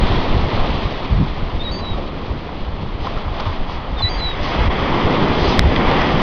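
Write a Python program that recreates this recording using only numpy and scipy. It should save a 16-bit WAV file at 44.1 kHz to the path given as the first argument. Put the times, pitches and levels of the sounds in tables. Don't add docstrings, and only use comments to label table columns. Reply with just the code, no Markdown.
import sys
import numpy as np
from scipy import signal
from scipy.fft import rfft, irfft
from scipy.io import wavfile
from scipy.ndimage import uniform_filter1d

SR = 44100
rng = np.random.default_rng(int(sys.argv[2]) if len(sys.argv) > 2 else 0)


def wav_record(signal):
    frames = np.transpose(np.atleast_2d(signal))
    bounded = np.clip(frames, -1, 1)
    quanta = np.round(bounded * 32767).astype(np.int16)
    wavfile.write(sys.argv[1], SR, quanta)


N = 274280
TIME_S = np.arange(N) / SR

# start in seconds, rise in seconds, fade in dB per second, wash level in dB,
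# plunge in dB over the wash, foam in dB over the wash.
BREAKERS = [(-.2, 0.29, 9.5, -24.5, 3, -4), (0.419, 0.2, 16.5, -28.5, 1, -4),
            (1.199, 0.76, 8.5, -42, 12, -8.5), (2.98, 0.12, 12, -33, -1, -6),
            (3.32, 0.051, 27, -32.5, -6.5, -4), (3.66, 0.11, 15, -32.5, -7, -10),
            (3.919, 0.34, -0.5, -31.5, -3, -2), (4.35, 0.3, 8, -24, -1, -5.5), (4.6, 0.66, 0.5, -23, 4, -6),
            (5.72, 0.25, 16, -21, -6, -5.5)]
# frequency in Hz, relative density in dB.
PLUNGE_SPECTRUM = [(60, -17), (140, 2), (230, 0.5), (380, -1.5), (560, -6.5), (800, -15.5), (1400, -36)]
WASH_SPECTRUM = [(300, -18.5), (520, -4), (720, -3), (1020, -2.5), (1220, -5), (1450, -13), (2000, -35)]
COARSE_FOAM_SPECTRUM = [(900, -22), (1500, -1), (1980, 5), (2350, 1), (2750, -2), (3350, 1.5), (3800, -9),
                        (4400, -12.5), (4900, -9.5), (5500, -15)]
FINE_FOAM_SPECTRUM = [(1000, -24), (1600, -7), (2500, -4), (3400, -3), (4200, -7), (5000, -13), (5500, -14)]
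WIND_SPECTRUM = [(5, -6.5), (20, 9.5), (40, -3.5), (72, -2), (100, -10), (150, -16.5), (220, -21.5),
                 (400, -32.5), (1200, -70.5)]
SPRAY_SPECTRUM = [(700, -22.5), (1100, -4), (1500, -10), (3300, 5), (4000, 1), (5100, 2), (5500, -6)]
# time in seconds, power share of fine bubbles from 0 to 1.
FINE_FOAM_SHARE = [(1.0, 0.54), (3.0, 0.54), (4.6, 0.02), (5.3, 0.21), (5.9, 0.06)]
# time in seconds, relative level in dB.
BREEZE_CURVE = [(0.0, -16.5), (0.36, -23.5), (0.57, -18.5), (0.92, -29.5), (1.35, -23), (2.46, -30),
                (3.13, -25.5), (3.69, -27), (5.42, -23), (5.56, -22), (5.96, -21), (6.22, -23)]
# centre in seconds, relative level in dB, half length in seconds, pitch in Hz.
WIND_BUFFETS = [(.03, -11.5, 0.015, 87), (0.112, -14.5, 0.039, 65), (0.372, -10.5, .028, 62),
                (0.429, -14, 0.015, 70), (0.599, -22, .05, 60.6), (0.709, -16, .03, 35),
                (0.863, -14, 0.023, 55), (1.142, -8, 0.037, 61.4), (1.213, -8.5, 0.025, 119.5),
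                (1.555, -20, 0.021, 39), (1.968, -19.5, .03, 35), (2.322, -16, 0.017, 48),
                (2.697, -21.5, 0.064, 48), (2.84, -23, 0.046, 115), (2.947, -17, 0.023, 45),
                (3.278, -18.5, 0.042, 45), (3.478, -15.5, 0.029, 44), (3.944, -19.5, 0.044, 35),
                (4.049, -12, 0.015, 60), (4.183, -17, 0.036, 38), (4.6, -13.5, 0.032, 55),
                (4.674, -10.5, 0.023, 55), (5.424, -14.5, 0.029, 45), (5.494, -13.5, 0.021, 38),
                (5.653, -4, 0.046, 58.6), (6.148, -22.5, 0.031, 40)]
# start in seconds, length in seconds, mid pitch in Hz, glide in Hz,
# lift of both ends in Hz, relative level in dB, loudest point from 0 to 1, ends in dB over that point.
BIRD_NOTES = [(1.594, .041, 3632, 100, 70, -26.5, .55, -11), (1.633, .081, 3803, -140, 280, -25, .55, -12),
              (1.713, .099, 4590, 140, 28, -29.5, .08, -8), (1.8, .158, 3882, -370, 0, -30.3, .55, -13),
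              (3.966, .054, 3593, -210, 35, -28.5, .8, -10), (4.019, .074, 3943, -60, 180, -15.2, .2, -9),
              (4.088, .122, 4680, 50, 75, -30.5, .08, -9), (4.172, .178, 3938, -530, -20, -21.4, .48, -19)]
# centre in seconds, level in dB over the whistle, half length in seconds.
BIRD_SPLITS = [(1.685, -13, .035), (4.07, -10, .024)]
# start in seconds, peak in dB, pocket pitch in Hz, burst decay in seconds.
WATER_SLAPS = [(1.975, -18, 635, 0.016), (3.045, -19, 980, 0.038), (3.070, -14, 1110, 0.0046),
               (3.175, -17.5, 1260, 0.0031), (3.398, -17, 1160, 0.054), (3.471, -16.5, 1090, 0.022),
               (3.697, -16, 1060, 0.0019), (3.853, -21, 950, 0.0016), (4.003, -16.5, 940, 0.016),
               (5.759, -17, 1090, 0.0013), (5.762, -6.5, 2140, 0.0035), (5.914, -2, 990, 0.0012),
               (6.017, -8.5, 1980, 0.0035)]
# peak time in seconds, level in dB, rise in seconds, fall in seconds.
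SPRAY_BURSTS = [(3.06, -38.5, 0.047, 0.026), (3.401, -30, 0.003, 0.0087), (3.48, -43.5, 0.048, 0.08),
                (3.72, -39, 0.035, 0.043), (3.99, -36, .008, 0.019), (4.44, -33, .028, 0.17),
                (5.505, -27, 0.12, 0.071)]


def gain(db):
    return 10 ** (np.asarray(db) / 20)


def unit_rms(x):
    return x / np.sqrt(np.mean(x ** 2) + 1e-20)


def bell(t_s, centre_s, half_s):
    return np.exp(-((t_s - centre_s) / half_s) ** 2)


def follow(curve):
    return np.interp(TIME_S, *np.transpose(curve))


def add(mix, start_s, sound):
    part = mix[round(start_s * SR):][:len(sound)]
    part += sound[:len(part)]


def shaped(x, spectrum):
    hz, db = np.transpose(spectrum)
    bins_hz = np.fft.rfftfreq(N, 1 / SR)
    curve_db = np.interp(np.log(bins_hz + 1), np.log(hz), db, right=-100)
    return unit_rms(irfft(rfft(x) * gain(curve_db), N))


def churn(patchy_db, flicker_db):
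    frames = signal.stft(rng.standard_normal(N), nperseg=512)[2]
    patches = uniform_filter1d(rng.standard_normal(frames.shape), size=7, axis=0)
    patches = unit_rms(uniform_filter1d(patches, size=8, axis=1))
    flicker = unit_rms(uniform_filter1d(rng.standard_normal(frames.shape[1]), size=4))
    frames *= gain(patchy_db * patches + flicker_db * flicker)
    return unit_rms(signal.istft(frames, nperseg=512)[1][:N])


def droplets(per_s, spread_db):
    sizes = gain(spread_db * np.minimum(rng.exponential(1, N), 4))
    return unit_rms(sizes * rng.choice([-1, 1], N) * (rng.random(N) < per_s / SR))


def breaker_gains(far_plunge_db=-35, far_wash_db=-35, far_foam_db=-40):
    power = gain([[far_plunge_db], [far_wash_db], [far_foam_db]]) ** 2
    for start_s, rise_s, fade_db_per_s, wash_db, plunge_db, foam_db in BREAKERS:
        swell = np.sin(np.pi / 2 * np.clip((TIME_S - start_s) / rise_s, 0, 1))
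        envelope = swell * gain(wash_db - fade_db_per_s * np.maximum(TIME_S - start_s - rise_s, 0))
        power = power + (gain([[plunge_db], [0], [foam_db]]) * envelope) ** 2
    return np.sqrt(power)


def surf(dip_db=-10):
    plunge = shaped(churn(patchy_db=0.65, flicker_db=0.26), PLUNGE_SPECTRUM)
    wash = churn(patchy_db=0.85, flicker_db=0.5) + 0.37 * droplets(per_s=370, spread_db=6)
    coarse = churn(patchy_db=0.5, flicker_db=0.5) + 0.53 * droplets(per_s=990, spread_db=3.5)
    fine = churn(patchy_db=0, flicker_db=1.5) + 0.35 * droplets(per_s=3700, spread_db=0.5)
    fine_share = np.clip(follow(FINE_FOAM_SHARE), 0, 1)
    foam = np.sqrt(1 - fine_share) * shaped(coarse, COARSE_FOAM_SPECTRUM)
    foam += np.sqrt(fine_share) * shaped(fine, FINE_FOAM_SPECTRUM)
    plunge_gain, wash_gain, foam_gain = breaker_gains()
    dip = gain(dip_db * bell(TIME_S, centre_s=4.692, half_s=0.009))
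    return plunge * plunge_gain + dip * (shaped(wash, WASH_SPECTRUM) * wash_gain + foam * foam_gain)


def puffs(slow_hz=6, fast_hz=16):
    rates_hz = np.geomspace(slow_hz, fast_hz, 20)
    return unit_rms(sum(np.sin(2 * np.pi * (hz * TIME_S + rng.random())) for hz in rates_hz))


def wind(puff_db=3, trim_db=1, steadiness=0.35, strong_db=-12, small_db=-7, small_growth=1.3):
    level_db = follow(BREEZE_CURVE) + trim_db + puff_db * puffs()
    eddies = shaped(rng.standard_normal(N), WIND_SPECTRUM)
    local_power = uniform_filter1d(eddies ** 2, size=3000)
    eddies = unit_rms(eddies / local_power ** (steadiness / 2))
    small = shaped(rng.standard_normal(N), [(40, -18), (90, 4), (190, -5.5), (320, -24.5), (900, -44.5)])
    small_level_db = strong_db + small_db + small_growth * (level_db - strong_db)
    return eddies * gain(level_db) + small * gain(small_level_db)


def buffets(edge_ratio=1.71):
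    out = np.zeros(N)
    t_s = np.arange(-SR // 8, SR // 8) / SR
    for centre_s, db, half_s, hz in WIND_BUFFETS:
        band = signal.butter(3, [hz / edge_ratio, hz * edge_ratio], "bandpass", fs=SR, output="sos")
        thump = signal.sosfilt(band, rng.standard_normal(len(t_s))) * bell(t_s, 0, half_s)
        thump = gain(db) * unit_rms(thump) * np.sqrt(half_s / np.ptp(t_s))
        out += np.interp(TIME_S - centre_s, t_s, thump, left=0, right=0)
    return out


def bird(trim_db=-2.5, waver=0.0045):
    out = np.zeros(N)
    for start_s, length_s, mid_hz, glide_hz, lift_hz, db, loudest, ends_db in BIRD_NOTES:
        t_s = np.arange(start_s, start_s + length_s, 1 / SR)
        position = np.linspace(-1, 1, len(t_s))
        pitch_hz = mid_hz + glide_hz * (2 * position + position ** 3) / 6 + lift_hz * abs(position) ** 3
        jitter = unit_rms(uniform_filter1d(rng.standard_normal(len(t_s)), size=120))
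        phase_rad = 2 * np.pi * np.cumsum(pitch_hz * (1 + waver * jitter)) / SR
        split = sum(gain(split_db) * bell(t_s, at_s, half_s) for at_s, split_db, half_s in BIRD_SPLITS)
        tone = unit_rms(np.sin(phase_rad) + split * np.sin(phase_rad / 2))
        fade_db = ends_db * np.interp((t_s - start_s) / length_s, [0, loudest, 1], [1, 0, 1]) ** 2
        add(out, start_s, tone * gain(db + trim_db + fade_db) * signal.windows.tukey(len(t_s), 0.06))
    return out


def slaps(pocket_q=4, splash_mix=0.16, splash_cutoff_hz=3300):
    out = np.zeros(N)
    t_s = np.arange(SR // 8) / SR
    for start_s, peak_db, hz, decay_s in WATER_SLAPS:
        burst = rng.standard_normal(len(t_s)) * np.exp(-t_s / decay_s)
        burst[0] = 4
        pocket = np.sin(2 * np.pi * hz * t_s) * np.exp(-np.pi * hz * t_s / pocket_q)
        ring = signal.fftconvolve(burst, pocket)[:len(t_s)]
        splash = signal.lfilter(*signal.butter(3, splash_cutoff_hz, fs=SR), burst)
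        slap = unit_rms(ring) + splash_mix * unit_rms(splash)
        add(out, start_s, gain(peak_db) * slap / abs(slap).max())
    return out


def spray():
    swell = sum(gain(db) * bell(TIME_S, peak_s, np.where(TIME_S < peak_s, rise_s, fall_s))
                for peak_s, db, rise_s, fall_s in SPRAY_BURSTS)
    hiss = rng.standard_normal(N) + 0.5 * droplets(per_s=1800, spread_db=3)
    return swell * shaped(hiss, SPRAY_SPECTRUM)


def pop(at_s=5.5934, gap_s=0.00054, push_decay_s=0.00069, crack_half_s=0.00005):
    push = np.exp(-abs(TIME_S - at_s - gap_s / 2) / push_decay_s)
    cracks = bell(TIME_S, at_s, crack_half_s) + bell(TIME_S, at_s + gap_s, crack_half_s)
    return 1.55 * push - 2.45 * cracks


def gain_control(x, recovery_db_per_s=35):
    over_db = 20 * np.log10(np.maximum(abs(x), 1))
    ramp_db = TIME_S * recovery_db_per_s
    held_db = np.maximum.accumulate(over_db + ramp_db, axis=1) - ramp_db
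    attack = np.hanning(200)
    return x / gain(signal.lfilter(attack / attack.sum(), 1, held_db))


def scene(gust_limit=0.6):
    gusts = gust_limit * np.tanh((wind() + buffets()) / gust_limit)
    return (surf() + spray() + slaps() + gusts + bird() + pop())[None]


def record(dry, decimation=4, smoothing_hz=5480, band_limit_hz=15800):
    sampled = decimation * gain_control(dry) * (np.arange(N) % decimation == 0)
    smoothing = signal.firwin(65, smoothing_hz, window=("kaiser", 9), fs=SR)[None]
    band_limit = signal.firwin(511, band_limit_hz, window=("kaiser", 9), fs=SR)[None]
    smoothed = signal.oaconvolve(sampled, smoothing, "same")
    return signal.oaconvolve(np.clip(smoothed, -1, 1), band_limit, "same")


dry = scene()
out = record(dry)
wav_record(out)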